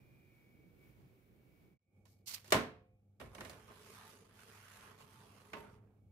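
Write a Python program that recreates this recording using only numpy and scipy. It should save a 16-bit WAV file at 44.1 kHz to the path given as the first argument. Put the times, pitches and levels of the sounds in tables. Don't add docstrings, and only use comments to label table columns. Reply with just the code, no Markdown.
import sys
import numpy as np
from scipy import signal
from scipy.fft import rfft, irfft
from scipy.io import wavfile
from scipy.ndimage import uniform_filter1d

SR = 44100
rng = np.random.default_rng(int(sys.argv[2]) if len(sys.argv) > 2 else 0)


def bounce(signal):
    frames = np.transpose(np.atleast_2d(signal))
    limited = np.clip(frames, -1, 1)
    pcm = np.round(limited * 32767).astype(np.int16)
    wavfile.write(sys.argv[1], SR, pcm)


def convert_level_to_amplitude(level_db):
    exponent = np.asarray(level_db, float) / 20
    return 10 ** exponent


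N = 269451


def evened(x):
    return x / np.sqrt(np.mean(x ** 2) + 1e-24)


def read(points, hz):
    point_hz, value = np.transpose(points)
    return np.interp(np.log(hz + 1), np.log(point_hz + 1), value)


def columns(rows):
    start_s, *rest = np.transpose(rows)
    t = np.arange(N) / SR
    gate = np.clip(np.minimum(t - start_s[0], start_s[-1] - t) / 0.0024, 0, 1)
    return gate, *(np.interp(t, start_s, column) for column in rest)


# pitch_hz [Hz], left_over_right_db [dB]
MIC_LEAN = [(60, -1), (130, -1.5), (290, -2.0), (640, -3.0), (1410, -5), (3100, -5), (6820, -5.5),
            (15000, 1.5)]


def pair(tone, same, size, grit=1., lean=MIC_LEAN):
    hz = np.fft.rfftfreq(size, 1 / SR)
    a, b = rfft(rng.standard_normal((2, size)) * grit)
    likeness = np.clip(read(same, hz), -1, 1)
    half_db = read(lean, hz) / 2
    left = a * convert_level_to_amplitude(half_db)
    right = (likeness * a + np.sqrt(1 - likeness ** 2) * b) * convert_level_to_amplitude(-half_db)
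    return irfft(np.array([left, right]) * convert_level_to_amplitude(read(tone, hz)), size)


def split(x, edges_hz, order=2):
    size = x.shape[-1]
    hz, z = np.fft.rfftfreq(size, 1 / SR), rfft(x)
    below = [0 * hz] + [1 / (1 + (hz / edge) ** (2 * order)) for edge in edges_hz] + [0 * hz + 1]
    return [irfft(z * (upper - lower), size) for lower, upper in zip(below, below[1:])]


def resonate(x, hz, width_hz):
    radius = np.exp(-np.pi * width_hz / SR)
    pole = radius * np.exp(2j * np.pi * hz / SR)
    out = 2 * signal.lfilter([1 - radius], [1, -pole], x)
    return out if np.iscomplexobj(x) else out.real


def slow(rate_hz):
    points = int(N * rate_hz // SR + 2)
    chance = rng.standard_normal(points)
    return evened(np.interp(np.arange(N) * rate_hz / SR, np.arange(points), chance))


def tones(lines, waver_db, waver_hz, apart_rad):
    out = np.zeros((len(lines), 2, N))
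    for k, (hz, db) in enumerate(lines):
        phase = 2 * np.pi * (np.cumsum(hz + waver_hz * slow(9)) / SR + rng.random())
        level = np.sqrt(2) * convert_level_to_amplitude(db + waver_db * slow(11))
        out[k] = level * np.sin(phase - np.array([[0], [apart_rad]]))
    return out


# start_s [s], rumble_db [dB], hiss_db [dB], lower_whine_db [dB], upper_whine_db [dB]
KITCHEN_LEVELS = [(0.0, -65.5, -78.5, -88, -79.5), (0.326, -68, -78, -78, -78.5),
                  (0.35, -70.5, -77, -78, -82), (0.642, -62, -80, -77, -88), (0.756, -64.5, -79, -89, -96),
                  (0.84, -64, -73.5, -72.5, -87), (0.908, -64, -74.5, -86, -88),
                  (0.942, -69, -77.5, -78, -96), (0.992, -64.5, -79, -89, -96),
                  (1.126, -65, -79.5, -86.5, -99), (1.23, -69.5, -78.5, -86, -97),
                  (1.328, -64, -80.5, -91, -98), (1.59, -68, -78.5, -83, -99), (1.64, -64, -78, -83, -96),
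                  (1.734, -68.5, -85, -85, -101), (1.775, -80, -108, -94, -119)]
# pitch_hz [Hz], level_db [dB per Hz]
KITCHEN_AIR = [(18, -19), (30, -20), (55, -9.5), (97, -6.5), (130, -5), (256, -11.5), (369, -12),
               (970, -36.5), (1910, -36), (2240, -31), (3070, -40), (8060, -47), (15500, -36)]
# pitch_hz [Hz], width_hz [Hz], level_db [dB]
ROOM_MODES = [(62.3, 15, -3.5), (128.6, 11, 1), (228, 15, -11.5), (286, 16, -8.5), (373, 10, -10.5),
              (478, 35, -17)]
# pitch_hz [Hz], level_db [dB]
KITCHEN_WHINE = [(2218, -82), (2266, -76.5), (2412, -85), (2460, -95.5)]
# pitch_hz [Hz], left_right_likeness [-1 to 1]
KITCHEN_SAME = [(60, 0.64), (180, 0.74), (550, 0.39), (1650, -0.23), (4970, 0.17), (15000, -0.01)]


def kitchen():
    gate, rumble_db, hiss_db, lower_db, upper_db = columns(KITCHEN_LEVELS)
    air = pair(KITCHEN_AIR, KITCHEN_SAME, N, lean=[(60, -5), (9000, 1.5)])
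    low, mid, high = split(air, [900, 3000])
    white = pair([(30, 0), (9000, 0)], KITCHEN_SAME, N)
    standing = sum(convert_level_to_amplitude(db + 4.1 * slow(8.1)) * evened(resonate(white, hz, width_hz))
                   for hz, width_hz, db in ROOM_MODES)
    rumble = evened(evened(low) + 0.64 * evened(standing))
    lines = tones(KITCHEN_WHINE, waver_db=1.2, waver_hz=0.6, apart_rad=1.2)
    whine = evened(lines[:2].sum(0)) * convert_level_to_amplitude(lower_db) + evened(lines[2:].sum(0)) * convert_level_to_amplitude(upper_db)
    hiss = evened(high) * convert_level_to_amplitude(hiss_db) + evened(mid) * convert_level_to_amplitude(hiss_db - 4)
    return gate * (rumble * convert_level_to_amplitude(rumble_db) + hiss + whine)


# pitch_hz [Hz], level_db [dB per Hz]
OVEN_AIR = [(18, -41), (30, -14.5), (114, -5), (455, -19.5), (518, -19), (639, -26.5), (830, -24.5),
            (970, -46.5), (1140, -35), (1770, -46), (2490, -44.5), (4420, -50.5), (15500, -47.5)]
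# pitch_hz [Hz], level_db [dB]
OVEN_HUM = [(100.5, -72.5), (200.5, -79.5)]
# pitch_hz [Hz], left_right_likeness [-1 to 1]
OVEN_SAME = [(60, 0.94), (180, 0.96), (550, 0.63), (1650, 0.13), (4970, -0.05), (15000, 0.01)]


def oven(whine_db, air_db):
    air = evened(pair(OVEN_AIR, OVEN_SAME, N))
    upper_whine = resonate(air, 2420, 30)
    lower_whine = resonate(resonate(air, 2260, 90), 2260, 90)
    whine = evened(lower_whine + 0.616 * upper_whine)
    fan = convert_level_to_amplitude(-64 - 6 + air_db + 1.7 * slow(4.1)) * air
    hum = tones(OVEN_HUM, waver_db=2.5, waver_hz=2.5, apart_rad=0.1).sum(0)
    return fan + convert_level_to_amplitude(whine_db) * whine + hum


def ringing(modes, t, ring, build_cycles):
    hz, db, t60 = np.transpose(modes)[:, :, None, None]
    luck = rng.random((len(modes), 3, 1))
    phase = 2 * np.pi * (luck[:, :1] + np.clip(hz / 1800, 0, 1) * luck[:, 1:])
    envelope = convert_level_to_amplitude(db - 60 * t / (ring * t60)) * (1 - np.exp(-t * hz / build_cycles))
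    return evened((envelope * np.sin(2 * np.pi * hz * t + phase)).sum(0))


def peaked(x):
    return x / abs(x.mean(0)).max()


# pitch_hz [Hz], level_db [dB per Hz]
CLANG = [(29, -47.5), (50, -19), (89, 0), (283, -0.5), (387, -2.5), (481, -15), (543, -3.5), (798, -12),
         (1060, -9.5), (1260, -12.5), (1900, -15), (10000, -30), (15800, -37)]
# pitch_hz [Hz], left_right_likeness [-1 to 1]
BLOW_SAME = [(60, 0.97), (130, 0.98), (290, 0.72), (640, 0.69), (1410, 0.1), (3100, -0.02), (6820, -0.0),
             (15000, 0.02)]
# pitch_hz [Hz], t60_s [s]
TAIL = [(60, 0.53), (170, 0.54), (480, 0.44), (1400, 0.45), (2700, 0.49), (5400, .26), (11000, 0.3)]
# pitch_hz [Hz], level_db [dB], t60_s [s]
RACK_MODES = [(350, 1, 0.81), (516, -12, 1.74), (717, -2, 0.97), (1090, -10.5, 0.78), (1903, -16, 0.49),
              (2430, -35, 4.6)]


def knock(modes, thud_db, tick_db, lean_db, ring):
    t = np.arange(24576) / SR
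    edges = np.geomspace(110, 9000, num=8)
    mids = np.r_[70, np.sqrt(edges[1:] * edges[:-1]), 12000]
    clang = pair(CLANG, BLOW_SAME, len(t), lean=[(60, 0.0014), (9000, 0)])
    dense = 0
    for band, hz in zip(split(clang, edges), mids):
        rise = 1 - np.exp(-t / (0.0002 + 1.1 / hz))
        late = convert_level_to_amplitude(-60 * t / (ring * read(TAIL, hz)))
        early = 2.5 * np.exp(-t / 0.0045)
        dense = dense + band * rise * (late + early)
    swing = (1 - t[:200] / 0.00016) * np.exp(-t[:200] / 0.00016)
    echoes = np.zeros((2, len(t)))
    delay = np.c_[[4, 12], rng.integers(20, 200, (2, 5))]
    np.put_along_axis(echoes, delay, rng.choice([-1, 1], 6) * np.exp(-delay / 220), 1)
    crack = signal.fftconvolve(echoes, swing[None], axes=1)[:, :len(t)]
    tray = ringing(modes, t, ring, build_cycles=2.3)
    wires = ringing(RACK_MODES, t, ring, build_cycles=60)
    struck = evened(dense) + 0.7 * tray + 0.03 * wires + 14 * crack
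    low, mid, high = split(struck, [500, 4000])
    both = peaked(mid) + convert_level_to_amplitude(thud_db) * peaked(low) + convert_level_to_amplitude(tick_db) * peaked(high)
    side = convert_level_to_amplitude([[lean_db / 2], [-lean_db / 2]])
    return both * side * np.clip(t / 0.0002, 0, 1) * np.clip((t[-1] - t) * 10, 0, 1)


# start_s [s], peak_db [dB], thud_db [dB
# relative], tick_db [dB relative], left_lean_db [dB], ring [share of a full blow]
KNOCKS = [(2.054, -66.5, -15, 3, -6.5, 0.57), (2.444, -57, -27, 4.5, -6, 0.87),
          (2.478, -59.5, 0, 4, -4.5, 0.7), (2.522, -18.5, -14.5, -2.5, -2, 0.83),
          (3.199, -46.5, -12, -11.5, -2.5, 0.5), (3.212, -44, -7, -19.5, -4.5, 0.76),
          (3.349, -47, -18, -1, -5, 0.36), (3.382, -44.5, -5, -15.5, -4, 0.41),
          (3.407, -40.5, -7, -1, -2.5, 0.58), (3.449, -46, -14, -0.5, -8.5, 0.54),
          (3.496, -48.5, -12, 1.5, -5, 0.73), (3.68, -62, -13, -3.5, -5.5, 0.65),
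          (3.701, -57, -4, -23.5, -4.0, 0.9), (5.003, -59.5, -15, -3, -3, 0.57),
          (5.533, -37.5, -12.5, -14.5, -5, 0.59), (5.569, -47, -2, -19.5, -1, 0.74),
          (2.505, -50, -17, 7.5, -5, .4),
    (2.543, -27.5, -1, -6, -2, 0.84),
    (3.531, -56.5, -5, -2, -3, 0.68),
]
# pitch_hz [Hz], level_db [dB], t60_s [s]
TRAY_FRONT = [(81.4, -10.5, 0.88), (230.8, -8, 0.47), (359.3, 0.5, 0.34), (394.4, -4.5, 0.33),
              (437.3, -10, 0.6), (537.5, -3.5, 0.32), (628, -4, 0.26), (889, -10.5, 0.21), (1054, -10, 0.3),
              (1090, -16.5, 0.34), (1390, -18, 0.29), (1503, -8.5, 0.17), (1723, -12.5, 0.36),
              (1826, -11, 0.16), (1880, -10, 0.27), (2200, -14.5, 0.37), (2385, -20.5, 0.44),
              (2773, -10.5, 0.17), (2955, -21, 0.31), (3066, -26.5, 0.19), (3330, -30, 0.26),
              (3470, -19.5, 0.15), (3871, -21, 0.29), (4170, -23.5, 0.34), (4240, -28.5, 0.26),
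              (4830, -27.5, 0.3)]
# pitch_hz [Hz], level_db [dB], t60_s [s]
TRAY_IN = [(200, -6, 0.44), (421.6, -1, 0.96), (633, -12.5, 0.21), (920, -6, 0.77), (983, -22, 0.89),
           (1060, -4, 0.35), (1217, -24.5, 0.92), (1440, -20, 0.42), (2019, -22, 0.74), (2600, -10.5, 0.35),
           (3630, -40, 0.28), (4140, -27, 0.32), (4700, -28, 0.94), (4860, -44, 0.37)]


def knocks():
    out = np.zeros((2, N + SR))
    for start_s, peak_db, *colour in KNOCKS:
        modes = TRAY_FRONT if start_s < 3.6 else TRAY_IN
        sound = convert_level_to_amplitude(peak_db) * knock(modes, *colour)
        out[:, round(start_s * SR):][:, :sound.shape[1]] += sound
    return out[:, :N]


def grit(per_s, spread_db):
    sizes = convert_level_to_amplitude(spread_db * np.minimum(rng.exponential(1, N), 4))
    slips = sizes * (rng.random(N) < per_s / SR)
    return 0.76 + signal.lfilter([1], [1, -0.96], slips)


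# start_s [s], level_db [dB], body_db [dB relative], left_lean_db [dB]
PAPER_BRUSHES = [
    [(2.062, -82, -3, -7), (2.086, -77, -13, -3), (2.128, -77, -24, 2), (2.14, -82, -8, -1.5),
     (2.162, -86, -16, 0), (2.22, -95, 1, 4)],
    [(2.258, -71, -23, -13), (2.276, -47, -18, -5.5), (2.332, -54, -7.5, -7), (2.344, -44, -13.5, -9.5),
     (2.385, -70.5, 5, -1)],
]
PAPER_REST = [
    (2.38, -62.5, -4, -3),
    (2.435, -75, -3, -4),
    (2.46, -67.5, -3, -3.5),
    (2.5, -70, -2, -3.5),
    (2.52, -70, -2, -3.5),
]
# pitch_hz [Hz], level_db [dB per Hz]
PAPER_TONE = [(240, -48), (400, -21.5), (752, -18.5), (1050, -13.5), (1860, -14.5), (2070, -9), (3340, -12),
              (4480, -4.5), (8670, -11), (14400, -8.5), (15800, -18.5)]
# pitch_hz [Hz], left_over_right_db [dB]
PAPER_LEAN = [(60, 0.5), (130, -3), (290, -7.0), (640, -5.5), (1410, -3.5), (3100, -11.5), (6820, -6.5),
              (15000, -1.5)]


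def paper():
    rub = pair(PAPER_TONE, OVEN_SAME, N, grit(5500, 1.5), lean=PAPER_LEAN)
    body, crisp = split(rub, [3000])
    out = np.zeros((2, N))
    for rows in PAPER_BRUSHES + [PAPER_REST]:
        gate, db, body_db, lean_db = columns(rows)
        side = convert_level_to_amplitude(np.array([lean_db + 9.5, -lean_db - 3.5]) / 2)
        out += gate * side * convert_level_to_amplitude(db) * (evened(crisp) + convert_level_to_amplitude(body_db) * evened(body))
    return out


# start_s [s], level_db [dB]
SHELL_SHAKES = [
    [(2.5, -69), (2.546, -48), (2.564, -46), (2.584, -57), (2.688, -66), (2.714, -66), (2.818, -66.5),
     (2.846, -72.5), (2.95, -68.5)],
    [(3.19, -71), (3.238, -54), (3.252, -51), (3.318, -57.5), (3.398, -66), (3.422, -56), (3.518, -61),
     (3.548, -68), (3.616, -62), (3.662, -69), (3.694, -61), (3.738, -76), (4.0, -69)],
    [(5.5, -71), (5.562, -68), (5.586, -61), (5.706, -68), (5.744, -64), (5.886, -72.5), (5.902, -82.5),
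     (5.972, -73.5), (6.004, -79.5), (6.036, -69.5), (6.1, -67.5)],
]
# pitch_hz [Hz], width_hz [Hz], level_db [dB]
SHELL_MODES = [(44.8, 82, -8.5), (67, 36, -5.5), (102.6, 20, -0.5)]


def shell():
    white = pair([(30, 0), (9000, 0)], OVEN_SAME, N)
    boom = evened(sum(convert_level_to_amplitude(db) * evened(resonate(resonate(white, hz, width_hz), hz, width_hz))
                      for hz, width_hz, db in SHELL_MODES))
    return boom * sum(gate * convert_level_to_amplitude(db) for gate, db in map(columns, SHELL_SHAKES))


def patchy(x, depth_db):
    _, _, z = signal.stft(x, nperseg=512)
    field = rng.standard_normal(z.shape[1:])
    field = uniform_filter1d(field, size=4, axis=0)
    field = evened(uniform_filter1d(field, size=14, axis=1))
    return signal.istft(z * convert_level_to_amplitude(depth_db * field), nperseg=512)[1][:, :N]


# start_s [s], drag_db [dB], hiss_db [dB relative], rumble_db [dB relative],
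# singing_patch_hz [Hz]
SETTLE = [
    (3.2, -62, 1, 10.5, 1110),
    (3.3, -69, -6, 6.5, 1104),
    (3.4, -67.5, 2, 10.5, 1100),
    (3.5, -64.5, 0.5, 3, 1090),
]
SLIDE = [(3.55, -65.5, -6, 1, 1080), (3.654, -72.5, 0.5, 1, 1150), (3.714, -63.5, -7.5, 4.5, 1000),
         (3.73, -67.5, -2.5, -0.5, 978), (3.84, -67.5, 2.5, 0, 1120), (3.912, -66, 3.5, 0, 1048),
         (3.96, -61, -1.5, -6.5, 1332), (4.032, -63, -4, -10, 1235), (4.082, -63.5, 0.5, -4, 1213),
         (4.274, -79, 2.5, 8, 1172), (4.312, -70.5, -6, -6, 940), (4.34, -71.5, -2, 0.5, 1070),
         (4.406, -64, -2, -11, 1540), (4.454, -69, 2, 0, 1148), (4.492, -67.5, 1.5, 1.5, 1053),
         (4.662, -62.5, -4.5, -16, 1586), (4.728, -65, 1, -9, 1310), (4.898, -60, -9, -6, 979),
         (4.97, -71, -6, 0.5, 1040), (5.014, -63.5, 0.5, -6.5, 1060), (5.036, -70, 0.5, 2, 1080),
         (5.074, -70, -2, -4, 1220), (5.152, -69.5, 0, -6, 1350), (5.244, -67.5, -3, -2, 890),
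         (5.304, -69.5, -2.5, -2.5, 1068), (5.492, -70.5, -2, 1.5, 1210.5), (5.52, -72.5, 1, 2, 1270)]
STOP = [
    (5.6, -65, -3.5, 2.2, 920),
    (5.68, -65.5, -13, 5.1, 920),
    (5.73, -74, -5, 7.5, 920),
    (5.77, -75.5, -7.5, 6.4, 926),
    (5.8, -80.5, -18, 9.9, 930),
    (5.88, -86.5, -20, 12, 920),
    (6.0, -92.5, -19.5, 7.4, 940),
]
# pitch_hz [Hz], level_db [dB per Hz]
SLIDE_TONE = [(88, -22), (150, -6), (235, -2.5), (315, -18.5), (421, 0.5), (502, -8), (741, -6), (919, -12),
              (1010, -2.5), (2840, -11), (3660, -17.5), (7830, -24.5), (10300, -21), (14600, -28),
              (15800, -44.5)]
# pitch_hz [Hz], width_hz [Hz], level_db [dB]
SLIDE_RING = [(430, 25, -7), (889, 48, 5), (1224, 29, -8)]


def slide():
    gate, drag_db, hiss_db, rumble_db, patch_hz = columns(SETTLE + SLIDE + STOP)
    rub = patchy(pair(SLIDE_TONE, OVEN_SAME, N, grit(4000, 0.67)), depth_db=2.1)
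    sing = sum(convert_level_to_amplitude(db) * evened(resonate(rub, hz, 0.3 * width_hz)) * convert_level_to_amplitude(1.9 * slow(13))
               for hz, width_hz, db in SLIDE_RING)
    turn = np.exp(2j * np.pi * np.cumsum(patch_hz) / SR)
    wander = (turn * resonate(rub / turn, 0, 120)).real
    scrape = evened(rub) + 0.25 * evened(sing) + 0.21 * evened(wander)
    low, mid, high = split(scrape, [600, 3500])
    return gate * convert_level_to_amplitude(drag_db) * (evened(mid) + convert_level_to_amplitude(hiss_db) * evened(high) + convert_level_to_amplitude(rumble_db) * evened(low))


# start_s [s], fade_db [dB], whine_db [dB], fan_air_db [dB]
OVEN_FADE = [(1.787, -34, -78, 3), (1.82, -22, -82, 2), (1.9, -9, -85, 1), (1.97, 2, -87, 0.5),
             (2.05, 0, -90, -0.5), (2.3, 0.5, -95, -1), (2.85, -0.5, -103, -1.5), (3.15, -2, -103, -1),
             (3.6, 0, -103, 0), (5.8, 0, -101, 1.5), (6.2, 3, -100, 0)]


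def scene():
    gate, fade_db, whine_db, air_db = columns(OVEN_FADE)
    at_oven = oven(whine_db, air_db) + knocks() + paper() + shell() + slide()
    return kitchen() + gate * convert_level_to_amplitude(fade_db) * at_oven


def low_pass(x):
    return signal.sosfilt(signal.butter(12, 16530, fs=SR, output="sos"), x)


def record(dry):
    roll_off = signal.butter(2, 40, "high", fs=SR, output="sos")
    thin = signal.sosfilt(roll_off, dry)
    limit = signal.firwin(201, 15700, window=("kaiser", 3), fs=SR)
    mix = signal.oaconvolve(thin, limit[None], "same")
    return low_pass(mix)


dry = scene()
out = record(dry)
bounce(out)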